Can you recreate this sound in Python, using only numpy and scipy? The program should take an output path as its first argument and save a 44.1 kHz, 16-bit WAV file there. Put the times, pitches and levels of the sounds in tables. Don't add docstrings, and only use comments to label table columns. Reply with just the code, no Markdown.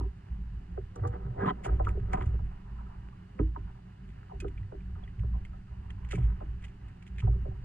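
import sys
import numpy as np
from scipy import signal
from scipy.fft import rfft, irfft, next_fast_len
from scipy.io import wavfile
from scipy.ndimage import uniform_filter1d

SR = 44100
rng = np.random.default_rng(int(sys.argv[2]) if len(sys.argv) > 2 else 0)


def bounce(signal):
    frames = np.transpose(np.atleast_2d(signal))
    limited = np.clip(frames, -1, 1)
    pcm = np.round(limited * 32767).astype(np.int16)
    wavfile.write(sys.argv[1], SR, pcm)


N = 336924
HIT = 16384
HIT_LEAD_S = (HIT // 4) / SR


# pitch_hz, ring_s (time to fade by 60 dB), level_db
HULL_NOTES = [(56.2, 0.32, 10), (99.4, 0.2, 2), (122.4, 0.27, 4.5), (180.6, 0.097, -5), (228, 0.072, -15.5),
              (274.6, 0.14, -1), (316.2, 0.2, 2.5), (387.5, 0.066, 8.5), (457.4, 0.15, -7),
              (628, 0.064, -0.5), (738, 0.037, 9.5), (939, 0.041, 1), (1025, 0.19, -3), (1250, 0.024, 2.5),
              (1400, 0.11, -14.5), (1510, 0.013, -9), (1940, 0.031, -4.5), (2300, 0.012, -20.5),
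              (3150, 0.016, -11.5)]

def hull_notes():
    t = np.arange(HIT) / SR
    notes = []
    for pitch_hz, ring_s, level_db in HULL_NOTES:
        gain = undb(level_db) * 2 * np.log(1000) / (ring_s * SR)
        notes.append(gain * fade(ring_s, HIT) * np.cos(2 * np.pi * pitch_hz * t))
    return np.array(notes)


def hull_ring(notes, spot_db, direct=0.16):
    ring = undb(spot_db) @ notes
    ring[0] += direct
    return ring


def blow(hull, pitch_hz, width_octaves, travel_s, echo, echo_s):
    hz = freqs(HIT)
    echoes = noise(HIT, min(pitch_hz / 2000, 0.45)) * fade(echo_s, HIT)
    force = echo * echoes / np.sqrt(np.sum(echoes[0] ** 2))
    force[:, 0] += 1
    contact = filter_spectrum(-64 * np.log10(1 + (np.log2(hz / pitch_hz) / width_octaves) ** 2 / 6))
    phase_slope = -np.gradient(np.unwrap(np.angle(contact)))
    build_up_s = np.interp(pitch_hz, hz, phase_slope) * HIT / (2 * np.pi * SR)
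    delay_s = travel_s * (np.sqrt(1000 / np.maximum(hz, pitch_hz / 4)) - np.sqrt(1000 / pitch_hz))
    phase = 2 * np.pi * np.cumsum(delay_s - build_up_s) * SR / HIT
    chirp = irfft(rfft(force) * hull * contact * np.exp(-1j * phase))
    return np.roll(chirp, HIT // 4, axis=1)


# time_s, peak_db, pitch_hz, width_octaves, travel_ms (for a 1 kHz sound), edge_db, edge_hz
HULL_KNOCKS = [(0.016, -36.5, 310, .3, 5.5, -35.5, 870), (0.048, -44.5, 401, 0.15, 24, -45, 953),
               (0.783, -33, 444, 0.35, 9, -47.5, 1306), (1.432, -32.5, 372, 0.35, 4, -52, 1010),
               (1.458, -33, 412, 0.25, 6, -39.5, 1166), (1.502, -34, 227, 0.45, 3, -39.5, 1100),
               (1.664, -34.5, 702, 0.6, 14, -42, 1345), (1.804, -27.5, 576, 0.51, 10, -35, 1082),
               (1.872, -27, 1192, 0.21, 9, -47, 1440), (1.881, -43.5, 397, 0.28, 11, -39.5, 884),
               (1.954, -42, 425, 0.3, 10, -52.5, 624), (1.979, -36, 396, 0.42, 7, -39.5, 620),
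               (2.137, -24.5, 788, 0.5, 5.3, -29, 1875), (2.146, -29, 900, 0.41, 8, -50, 1315),
               (2.179, -34.5, 657, 0.5, 14, -46, 1345), (2.214, -33.5, 1050, 0.45, 5, -44, 1830),
               (2.342, -45, 471, .5, 23, -59, 1150), (2.398, -47.5, 636, .6, 14, -62.5, 1320),
               (3.392, -45.5, 1900, 0.42, 2.6, -50, 2570), (3.401, -32, 462, 0.25, 12.84, -43.5, 1570),
               (3.407, -26.5, 201.4, 0.352, 7.2, -36, 1024), (3.419, -26, 287, 0.153, 4.26, -46, 626),
               (3.564, -34.5, 954, 0.19, 2.5, -44.5, 1430), (3.579, -46.5, 322, 0.43, 14, -49, 700),
               (4.232, -56.5, 1420, 0.2, 5, -62, 1700), (4.299, -51, 955, 0.24, 6, -73, 1150),
               (4.327, -47, 440, 0.56, 31, -41.5, 817), (4.431, -39.5, 377, 0.21, 11, -55, 1370),
               (4.453, -32, 425, 0.37, 10, -46, 1285), (4.727, -41, 550, 0.4, 10, -54, 1260),
               (4.748, -42, 408, 0.41, 12, -55.5, 620), (4.96, -51, 910, 0.45, 20, -59.5, 1273),
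               (5.032, -48.5, 649, 0.5, 18, -64, 1155), (5.243, -47, 472, 0.44, 12, -51, 1050),
               (5.346, -45, 783, 0.36, 35, -69, 1233), (5.541, -51, 648, 0.4, 22, -56.5, 1370),
               (6.138, -33.5, 443, 0.48, 10, -40, 1370), (6.184, -38.5, 536, 0.7, 16, -77, 1210),
               (6.419, -37, 423, 0.7, 16, -43.5, 953), (7.245, -42.5, 354, 0.35, 26, -47, 1005),
               (7.276, -37.5, 720, 0.35, 10, -60.5, 1360), (7.286, -42.5, 395, 0.39, 17, -40.5, 698),
               (7.349, -48, 410, 0.45, 28, -56, 1000), (7.463, -41, 420, 0.55, 14, -55.5, 943),
               (7.481, -43.5, 399, 0.37, 12, -59, 696), (7.517, -47, 620, 0.42, 16, -65.5, 1180)]

def knocks(notes, spot_spread_db=3.5, edge_octaves=0.307):
    out = np.zeros((2, N))
    for time_s, peak_db, pitch_hz, width_octaves, travel_ms, edge_db, edge_hz in HULL_KNOCKS:
        travel_s = travel_ms / 1000
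        early_s = travel_s * (np.sqrt(1000 / pitch_hz) - np.sqrt(1000 / edge_hz))
        echo, echo_s = min(travel_ms / 13.6, 3.3), 0.045 + 2.6 * travel_s
        spot = rfft(hull_ring(notes, spot_spread_db * rng.standard_normal(len(notes))))
        body = blow(spot, pitch_hz, width_octaves, travel_s, echo, echo_s)
        edge = blow(spot, edge_hz, edge_octaves, travel_s, echo, echo_s)
        add(out, time_s - HIT_LEAD_S, set_peak(body, peak_db, 0.0016))
        add(out, time_s - HIT_LEAD_S - early_s, set_peak(edge, edge_db, 0.00034))
    return out


# time_s, peak_db, pitch_hz, width_octaves
HULL_THUDS = [(0.013, -25.5, 68.2, 0.2675), (1.026, -28, 94.8, 0.316), (1.072, -36, 102.5, 0.45),
              (1.263, -34.5, 146, 0.26), (1.298, -33.5, 120, 0.31), (1.437, -30.5, 199, 0.2),
              (1.468, -30, 193, 0.284), (1.714, -26, 73.4, 0.65), (2.028, -30.5, 100.6, 0.22),
              (2.151, -30.5, 160, 0.43), (2.277, -23, 65.7, 0.49), (3.408, -22.5, 70.3, 0.6),
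              (4.45, -40, 183, 0.42), (4.624, -37.5, 102.6, 0.18), (5.2, -28, 111, 0.1723),
              (5.262, -28, 72.8, 0.451), (6.157, -31, 126, 0.36), (6.196, -27.5, 107, 0.27),
              (6.222, -18.5, 54, 0.317), (7.247, -22, 99.2, 0.241), (7.273, -24.5, 61.8, 0.247),
              (7.494, -33, 107, 0.51)]

def thuds(ring):
    out, hull = np.zeros((2, N)), rfft(ring)
    for time_s, peak_db, pitch_hz, width_octaves in HULL_THUDS:
        boom = blow(hull, pitch_hz, width_octaves, travel_s=0, echo=0.95, echo_s=0.38)
        add(out, time_s - HIT_LEAD_S, set_peak(boom, peak_db, 0.0067))
    return out


# start_s, length_s, level_db
LIFTING_WAVES = [(-.03, 0.038, -31), (0.289, 0.13, -34.5), (0.445, 0.15, -38), (0.671, 0.17, -39),
                 (0.973, 0.3, -38), (1.224, 0.39, -43.5), (1.667, 0.25, -28), (1.925, 0.25, -33.5),
                 (2.167, 0.3, -30.5), (2.64, 0.22, -39.5), (2.949, 0.12, -43.5), (3.377, 0.095, -35),
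                 (3.582, 0.082, -37), (4, 0.19, -46), (4.335, 0.19, -37), (4.545, 0.08, -39),
                 (4.75, 0.22, -38), (4.998, 0.2, -43), (5.187, 0.2, -31.5), (5.482, 0.067, -39.5),
                 (5.692, 0.46, -41.5), (5.957, 0.55, -38.5), (6.15, 0.14, -34.5), (6.462, 0.1, -36),
                 (6.608, 0.074, -43), (6.805, 0.088, -43.5), (7.082, 0.2, -38), (7.207, 0.23, -31.5),
                 (7.454, 0.17, -41.5)]

def wave_lift():
    return np.sqrt(sum((undb(level_db) * swell(start_s, length_s, rise_s=0.031, fall_s=0.037)) ** 2
                       for start_s, length_s, level_db in LIFTING_WAVES))


def rumble(ring, lift, effort, calm_heave_db=-52.5, calm_panel_db=-50.5, sway_lag_s=0.097):
    follow = 1 / (sway_lag_s * SR)
    rocking = signal.lfilter([follow], [1, follow - 1], lift)
    drumming = np.sqrt(undb(calm_panel_db) ** 2 + (undb(-13.5) * lift) ** 2 + (undb(-7) * effort) ** 2)
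    shaking = shake_hull(noise(N, 0.039), ring)
    heave = band(shaking, 42.85, 89.4)
    panels = colour(band(shaking, 77.7, 252.0), [(90, -3.5), (130, -4.0), (185, 0.5), (250, -16.0)])
    sway = band(noise(N, 0.046), 9.6, 29.5)
    heave, panels, sway = (x / np.sqrt(power(x, 0.1)) for x in (heave, panels, sway))
    return heave * np.hypot(lift, undb(calm_heave_db)) + panels * drumming + sway * rocking * undb(-9.5)


# start_s, length_s, level_db, brightness_hz
DRAG_STROKES = [(0.945, 1.42, -51, 807), (0.951, 0.05, -47, 786), (1.011, 0.07, -43, 850),
                (1.113, 0.056, -42.5, 908), (1.203, 0.072, -49, 767), (1.336, 0.18, -36, 250),
                (1.369, 0.12, -31, 1250), (1.453, 0.056, -30, 2090), (1.635, 0.062, -35, 910),
                (1.693, 0.051, -45, 688), (1.841, 0.075, -42, 786), (2.052, 0.19, -42, 1060),
                (2.253, 0.033, -51.5, 915), (6.129, 0.2, -53, 1363)]

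def drag_strokes(rise_share=0.4, speed_up=0.12):
    energy, weighted_hz = 0, 0
    for start_s, length_s, level_db, brightness_hz in DRAG_STROKES:
        rise_s = min(rise_share * length_s, 0.11)
        push = undb(level_db) * swell(start_s, length_s, rise_s, fall_s=0.0039)
        speed = 1 + speed_up * (progress(start_s, length_s) - 0.5)
        energy += push ** 2
        weighted_hz += push ** 2 * brightness_hz * speed
    return np.sqrt(energy), weighted_hz / (energy + 1e-18)


def scale_catches(rows_per_s=163.3, unevenness=0.13, fade_cycles=0.74):
    rows_passed = np.cumsum(rows_per_s * np.exp(unevenness * wander(120))) / SR
    smoothing = signal.butter(2, 600, fs=SR, output="sos")
    return unit(signal.sosfilt(smoothing, np.exp(-(rows_passed % 1) / fade_cycles)))


# pitch_hz, level_db
SWISH_TONE = [(1500, -20), (2600, 3.5), (3400, 3.5), (3850, 5), (4200, -14.5), (5400, -22), (8000, -24),
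              (11000, -30), (13000, -61)]

def fish_drag(ring, effort, brightness_hz, slips_per_s=4200):
    slips = (rng.random((2, N)) < slips_per_s / SR) * undb(1.5 * rng.standard_normal((2, N)))
    slips *= rng.choice([-1, 1], (2, N))
    glove, scales = (unit(x) + 0.63 * noise(N, 0.14) for x in slips)
    soft = unit(band(glove, 230, 800))
    sharp = unit(colour(scales, [(300, -11), (700, -5), (1050, 2), (1900, -4), (2500, -21), (3400, -28),
                                 (4300, -34), (7500, -35), (12000, -55), (15000, -75.5)]))
    sharpness = np.clip(brightness_hz / 2400, 0, 1)
    rub = (1 - sharpness) * soft + sharpness * sharp
    rasp = shake_hull(rub * effort, ring) / np.sqrt(np.mean(shake_hull(rub, ring) ** 2))
    swish = undb(-17.5) * effort * sharpness ** 3 * unit(colour(noise(N, 0.61), SWISH_TONE))
    return rasp + swish


# start_s, length_s, level_db, pitch_hz
SKIN_SQUEAKS = [(1.403, 0.033, -46, 1614), (1.443, 0.013, -34.5, 1227), (1.476, 0.022, -30.5, 1048),
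                (1.491, 0.011, -50, 3240)]

def squeaks(catches, sag=0.044, roughness=0.02, chop=0.12):
    out = 0
    wobble = 1 + roughness * wander(300)
    for start_s, length_s, level_db, pitch_hz in SKIN_SQUEAKS:
        sinking_hz = pitch_hz * wobble * (1 - sag * (progress(start_s, length_s) - 0.5))
        tone = np.sqrt(2) * np.sin(2 * np.pi * np.cumsum(sinking_hz) / SR)
        out += undb(level_db) * swell(start_s, length_s, rise_s=0.007, fall_s=0.0068) * tone
    return out * (1 - chop + chop * catches)


# pitch_hz, ring_s, level_db
TRAY_NOTES = [(330, 0.12, -6.5), (479.7, 0.24, 1), (590, 0.06, -4), (772, 0.18, 2.5), (890, 0.068, 1),
              (1158, 0.073, 3), (1283, 0.04, -8)]
# start_s, peak_db
TRAY_BUMPS = [(0.961, -43), (1.038, -36.5), (1.051, -32.5), (1.067, -41), (1.138, -45)]

def tray_bumps(crack_s=0.037):
    out, t = np.zeros((2, N)), np.arange(HIT) / SR
    notes = np.array([undb(level_db) * np.sin(2 * np.pi * pitch_hz * t) * fade(ring_s, HIT)
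                      for pitch_hz, ring_s, level_db in TRAY_NOTES])
    for start_s, peak_db in TRAY_BUMPS:
        ring = undb(1.5 * rng.standard_normal(len(notes))) @ notes
        crack = 0.76 * unit(band(noise(HIT, 0.4), 400, 1700)) * fade(crack_s, HIT)
        add(out, start_s, set_peak(band(ring + crack, 250, 1700), peak_db, 0.0036))
    return out


# pitch_hz, level_db
CLACK_TONE = [(900, -12), (1500, -1), (1950, 5), (2600, 1.5), (3200, -1.5), (3700, -9), (5000, -27.5),
              (13000, -59.5)]
TICK_TONE = [(2500, -10), (3600, -0.5), (4800, -3), (5700, -1.5), (7400, 3.5), (8600, -6), (9500, -3.5),
             (11000, -12), (13000, -22.5), (15000, -34)]
# time_s, clack_db, tick_db, touch_count
PLIER_CLICKS = [(0.958, -76, -57.5, 1), (1.074, -74, -57, 1), (1.461, -45, -65.5, 1),
                (1.645, -52, -54.5, 3), (1.795, -71.5, -72.5, 1), (1.85, -48, -60.5, 1), (2.0, -59, -84, 1),
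                (2.132, -46, -48, 1), (2.176, -56, -70, 1), (2.21, -49, -73, 1), (2.222, -44.5, -65, 1),
                (4.403, -56, -48, 1), (4.482, -54, -68.5, 1), (5.195, -56, -71, 1), (5.451, -49, -63.5, 1),
                (5.905, -44, -65, 1), (6.049, -50, -68, 1), (6.112, -38, -49.5, 2), (6.147, -55, -59, 2),
                (6.641, -48.5, -63.5, 2), (6.683, -56, -74, 1), (6.884, -62, -69, 1),
                (7.026, -54, -67.5, 1), (7.067, -54, -66.5, 2), (7.184, -44.5, -61.5, 3)]

def plier_clicks(rattle_gap_s=0.01, lead_s=0.02):
    out, size = np.zeros((2, N)), HIT // 4
    t = np.arange(size) / SR - lead_s
    for time_s, clack_db, tick_db, touch_count in PLIER_CLICKS:
        clack, tick = (clack_db, CLACK_TONE, 0.0024, 0.029), (tick_db, TICK_TONE, 0.0011, 0.049)
        for peak_db, tone, rise_s, ring_s in clack, tick:
            rise_and_fall = np.exp(np.minimum(t / rise_s, -np.log(1000) * t / ring_s))
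            for touch in range(int(round(touch_count))):
                click = colour(noise(size, 0.63) * rise_and_fall, tone)
                add(out, time_s - lead_s + touch * rattle_gap_s, set_peak(click, peak_db, 0.00041))
    return out


# start_s, peak_db, pitch_hz, ring_s, scratch_gain
STEEL_PINGS = [(4.402, -46.5, 2510, 0.08, 1.3), (4.576, -53.5, 2340, 0.03, 0.78),
               (4.63, -62, 1950, 0.03, 0.5), (4.806, -62.5, 2400, 0.03, 1.1),
               (5.037, -59, 3350, 0.03, 0.67), (5.077, -53.5, 1960, 0.019, 0.4),
               (5.451, -53, 2110, 0.027, 0.5), (6.123, -58, 2200, 0.044, 1.2),
               (6.15, -51.5, 2310, 0.047, 0.8), (6.812, -69, 2000, 0.036, 0.5)]

def steel_pings():
    out, size = np.zeros((2, N)), HIT // 4
    t, onset = np.arange(size) / SR, 1 - fade(0.004, size)
    for start_s, peak_db, pitch_hz, ring_s, scratch_gain in STEEL_PINGS:
        ring = np.sin(2 * np.pi * pitch_hz * t) * fade(ring_s, size)
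        scratch = colour(noise(size, 0.23), CLACK_TONE) * fade(0.067, size)
        add(out, start_s, set_peak((ring + scratch_gain * scratch) * onset, peak_db, 0.0061))
    return out


# middle_s, rasp_db, sizzle_db, half_length_s
WET_RUBS = [(1.65, -47, -55.5, 0.012), (1.751, -74, -78.5, 0.052), (1.882, -66, -72.5, 0.031),
            (2.137, -54, -65.5, 0.017), (2.226, -64, -72.5, 0.062), (4.102, -66.5, -82, 0.021),
            (6.136, -50.5, -58.5, 0.035), (6.236, -61, -76.5, 0.046), (6.648, -63, -75, 0.047),
            (7.213, -60.5, -77, 0.048)]

def wet_rubs():
    rasp, sizzle = 0, 0
    for middle_s, rasp_db, sizzle_db, half_length_s in WET_RUBS:
        slide = hump(middle_s, half_length_s)
        rasp += undb(rasp_db) * slide
        sizzle += undb(sizzle_db) * slide
    grit = noise(N, 0.46) * undb(3 * wander(400))
    return rasp * unit(colour(grit, CLACK_TONE)) + sizzle * unit(colour(grit, TICK_TONE))


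def laps(ring, laps_per_s=3.5, middle_hz=971, peak_db=-59.5, spread_db=3):
    out, hull = np.zeros((2, N)), rfft(ring)
    for when, strength, pitch in rng.random((int(laps_per_s * N / SR), 3)):
        pitch_hz = middle_hz * 2 ** (pitch - 0.5)
        pat = blow(hull, pitch_hz, width_octaves=0.33, travel_s=0.02, echo=1.6, echo_s=0.057)
        add(out, when * N / SR, set_peak(pat, peak_db + spread_db * (2 * strength - 1), 0.00048))
    return out


# middle_s, level_db, half_length_s
SIDE_WASHES = [(0.45, -67, 0.15), (2.423, -74, 0.29), (2.786, -61, 0.26), (3.095, -67.5, 0.076),
               (3.678, -66, 0.06), (5.935, -60.5, 0.17)]
# pitch_hz, level_db
GURGLE_TONE = [(450, -27), (750, 5), (980, 7.5), (1300, -3.5), (1700, -4.5), (2400, -30), (4000, -49),
               (9000, -77)]

def washes():
    flow = sum(undb(level_db) * hump(middle_s, half_length_s)
               for middle_s, level_db, half_length_s in SIDE_WASHES)
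    fizz = noise(N, 0.75) * undb(2.5 * wander(45))
    return flow * unit(colour(fizz, GURGLE_TONE))


# start_s, peak_db, pitch_hz
SINGLE_BUBBLES = [(2.784, -55.5, 1290), (2.864, -59, 1280), (3.126, -61, 1144)]

def bubbles(ring_s=0.054, rise_s=0.004, glide_per_s=1.3):
    out, t = np.zeros((2, N)), np.arange(HIT) / SR
    rise_and_fall = fade(ring_s, HIT) * (1 - np.exp(-t / rise_s))
    for start_s, peak_db, pitch_hz in SINGLE_BUBBLES:
        ring = np.sin(2 * np.pi * pitch_hz * t * (1 + glide_per_s * t / 2)) * rise_and_fall
        add(out, start_s, set_peak(np.array([ring, ring]), peak_db, 0.005))
    return out


# pitch_hz, level_db
RIPPLE_TONE = [(200, -5), (300, 2), (345, 1), (397, 6), (460, -13.5), (560, -10), (730, 1.5), (1100, -5.5),
               (1750, -5.5), (2350, -14), (2950, -10), (3500, -40.5)]
HISS_TONE = [(2000, -3.5), (3300, 8), (4100, 7), (4700, 6.5), (5600, -0.5), (6600, 0), (7550, -2),
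             (7750, 5), (7950, -6.5), (8500, -7.5), (9600, -3.5), (11000, -13.5), (14000, -33)]

def open_water(lift, drops_per_s=45, calm_db=-62.5, hiss_db=-79):
    drops = (rng.random(N) < drops_per_s / SR) * undb(5.6 * rng.standard_normal(N))
    flutter = undb(0.7 * wander(13))
    wash = noise(N, 0.59) * flutter + 0.3 * unit(drops)
    ripples = unit(colour(wash, RIPPLE_TONE)) * np.hypot(undb(calm_db), undb(-36.5) * lift)
    hiss = unit(colour(noise(N, 2.8), HISS_TONE)) * undb(hiss_db)
    return ripples + hiss


def undb(db):
    return 10 ** (np.asarray(db) / 20)


def unit(x):
    return x / np.sqrt(np.mean(x ** 2))


def power(x, window_s):
    return np.maximum(uniform_filter1d(np.mean(x ** 2, axis=0), max(1, int(window_s * SR))), 1e-18)


def set_peak(x, peak_db, window_s):
    return x * undb(peak_db) / np.sqrt(power(x, window_s).max())


def noise(size, width):
    return unit(rng.standard_normal(size) + width * rng.standard_normal((2, size)))


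def wander(steps_per_s):
    step = int(SR / steps_per_s)
    return 2.0 * uniform_filter1d(np.repeat(rng.standard_normal(N // step + 1), step), step)[:N]


def fade(ring_s, size):
    return np.exp(-np.log(1000) * np.arange(size) / SR / ring_s)


def progress(start_s, length_s):
    return np.clip((np.arange(N) / SR - start_s) / length_s, 0, 1)


def swell(start_s, length_s, rise_s, fall_s):
    rise = progress(start_s, rise_s)
    past_end_s = np.arange(N) / SR - start_s - length_s
    return rise ** 2 * (3 - 2 * rise) * np.exp(-np.clip(past_end_s / fall_s, 0, 20))


def hump(middle_s, half_length_s):
    return np.exp(-((np.arange(N) / SR - middle_s) / half_length_s) ** 2)


def freqs(size):
    return np.maximum(np.arange(size // 2 + 1) * SR / size, 1)


def filter_spectrum(gains_db):
    cepstrum = irfft(np.log(undb(gains_db)))
    half = len(cepstrum) // 2
    cepstrum[1:half] *= 2
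    cepstrum[half + 1:] = 0
    return np.exp(rfft(cepstrum))


def colour(x, tone):
    pitch_hz, level_db = np.transpose(tone)
    size = 2 * next_fast_len(x.shape[-1] // 2 + HIT // 2)
    gains_db = np.interp(np.log(freqs(size)), np.log(pitch_hz), level_db)
    return irfft(rfft(x, size) * filter_spectrum(gains_db))[..., :x.shape[-1]]


def band(x, low_hz, high_hz):
    return signal.sosfilt(signal.butter(4, [low_hz, high_hz], "band", fs=SR, output="sos"), x)


def shake_hull(force, ring):
    return signal.fftconvolve(force, ring[None], axes=1)[:, :N]


def add(out, start_s, x):
    start = int(round(start_s * SR))
    first, last = max(start, 0), min(start + x.shape[-1], N)
    out[:, first:last] += x[:, first - start:last - start]


def scene():
    notes, lift, catches = hull_notes(), wave_lift(), scale_catches()
    ring = hull_ring(notes, np.zeros(len(notes)))
    effort, brightness_hz = drag_strokes()
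    boat = knocks(notes) + thuds(ring) + laps(ring) + rumble(ring, lift, effort)
    fish = fish_drag(ring, effort * catches, brightness_hz) + squeaks(catches)
    gear = tray_bumps() + plier_clicks() + steel_pings() + wet_rubs()
    water = open_water(lift) + washes() + bubbles()
    return boat + fish + gear + water


# pitch_hz, left_lead_radians, left_minus_right_db
MIC_OPENINGS = [(146, 0, -1.3), (259, 0.5, -2), (503, 0.02, -3.5), (517, -1.5, -16.5), (590, -2, 4.5),
                (673, -3, 3), (886, -2.5, -5), (1047, -1, 1.5), (1110, -4.5, -6), (1310, -5, 0),
                (1800, -5.5, -2), (3200, -5, -5), (4500, -2, -2.5), (4720, -8.5, -4.5), (7100, -10.5, -5),
                (8600, -11.5, -2.5), (11000, -10.5, -2.5)]

def record(dry, top_hz=15000):
    pitch_hz, lead_radians, balance_db = np.transpose(MIC_OPENINGS)
    size = 2 * next_fast_len(N // 2 + HIT)
    lead_radians, balance_db = (np.interp(np.log(freqs(size)), np.log(pitch_hz), column)
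                                for column in (lead_radians, balance_db))
    side = np.array([[0.5], [-0.5]])
    case = undb(side * balance_db) * np.exp(1j * side * lead_radians)
    heard = irfft(rfft(dry, size) * case)[:, :N]
    return signal.sosfilt(signal.ellip(8, 0.2, 70, top_hz, fs=SR, output="sos"), heard)


dry = scene()
out = record(dry)
bounce(out)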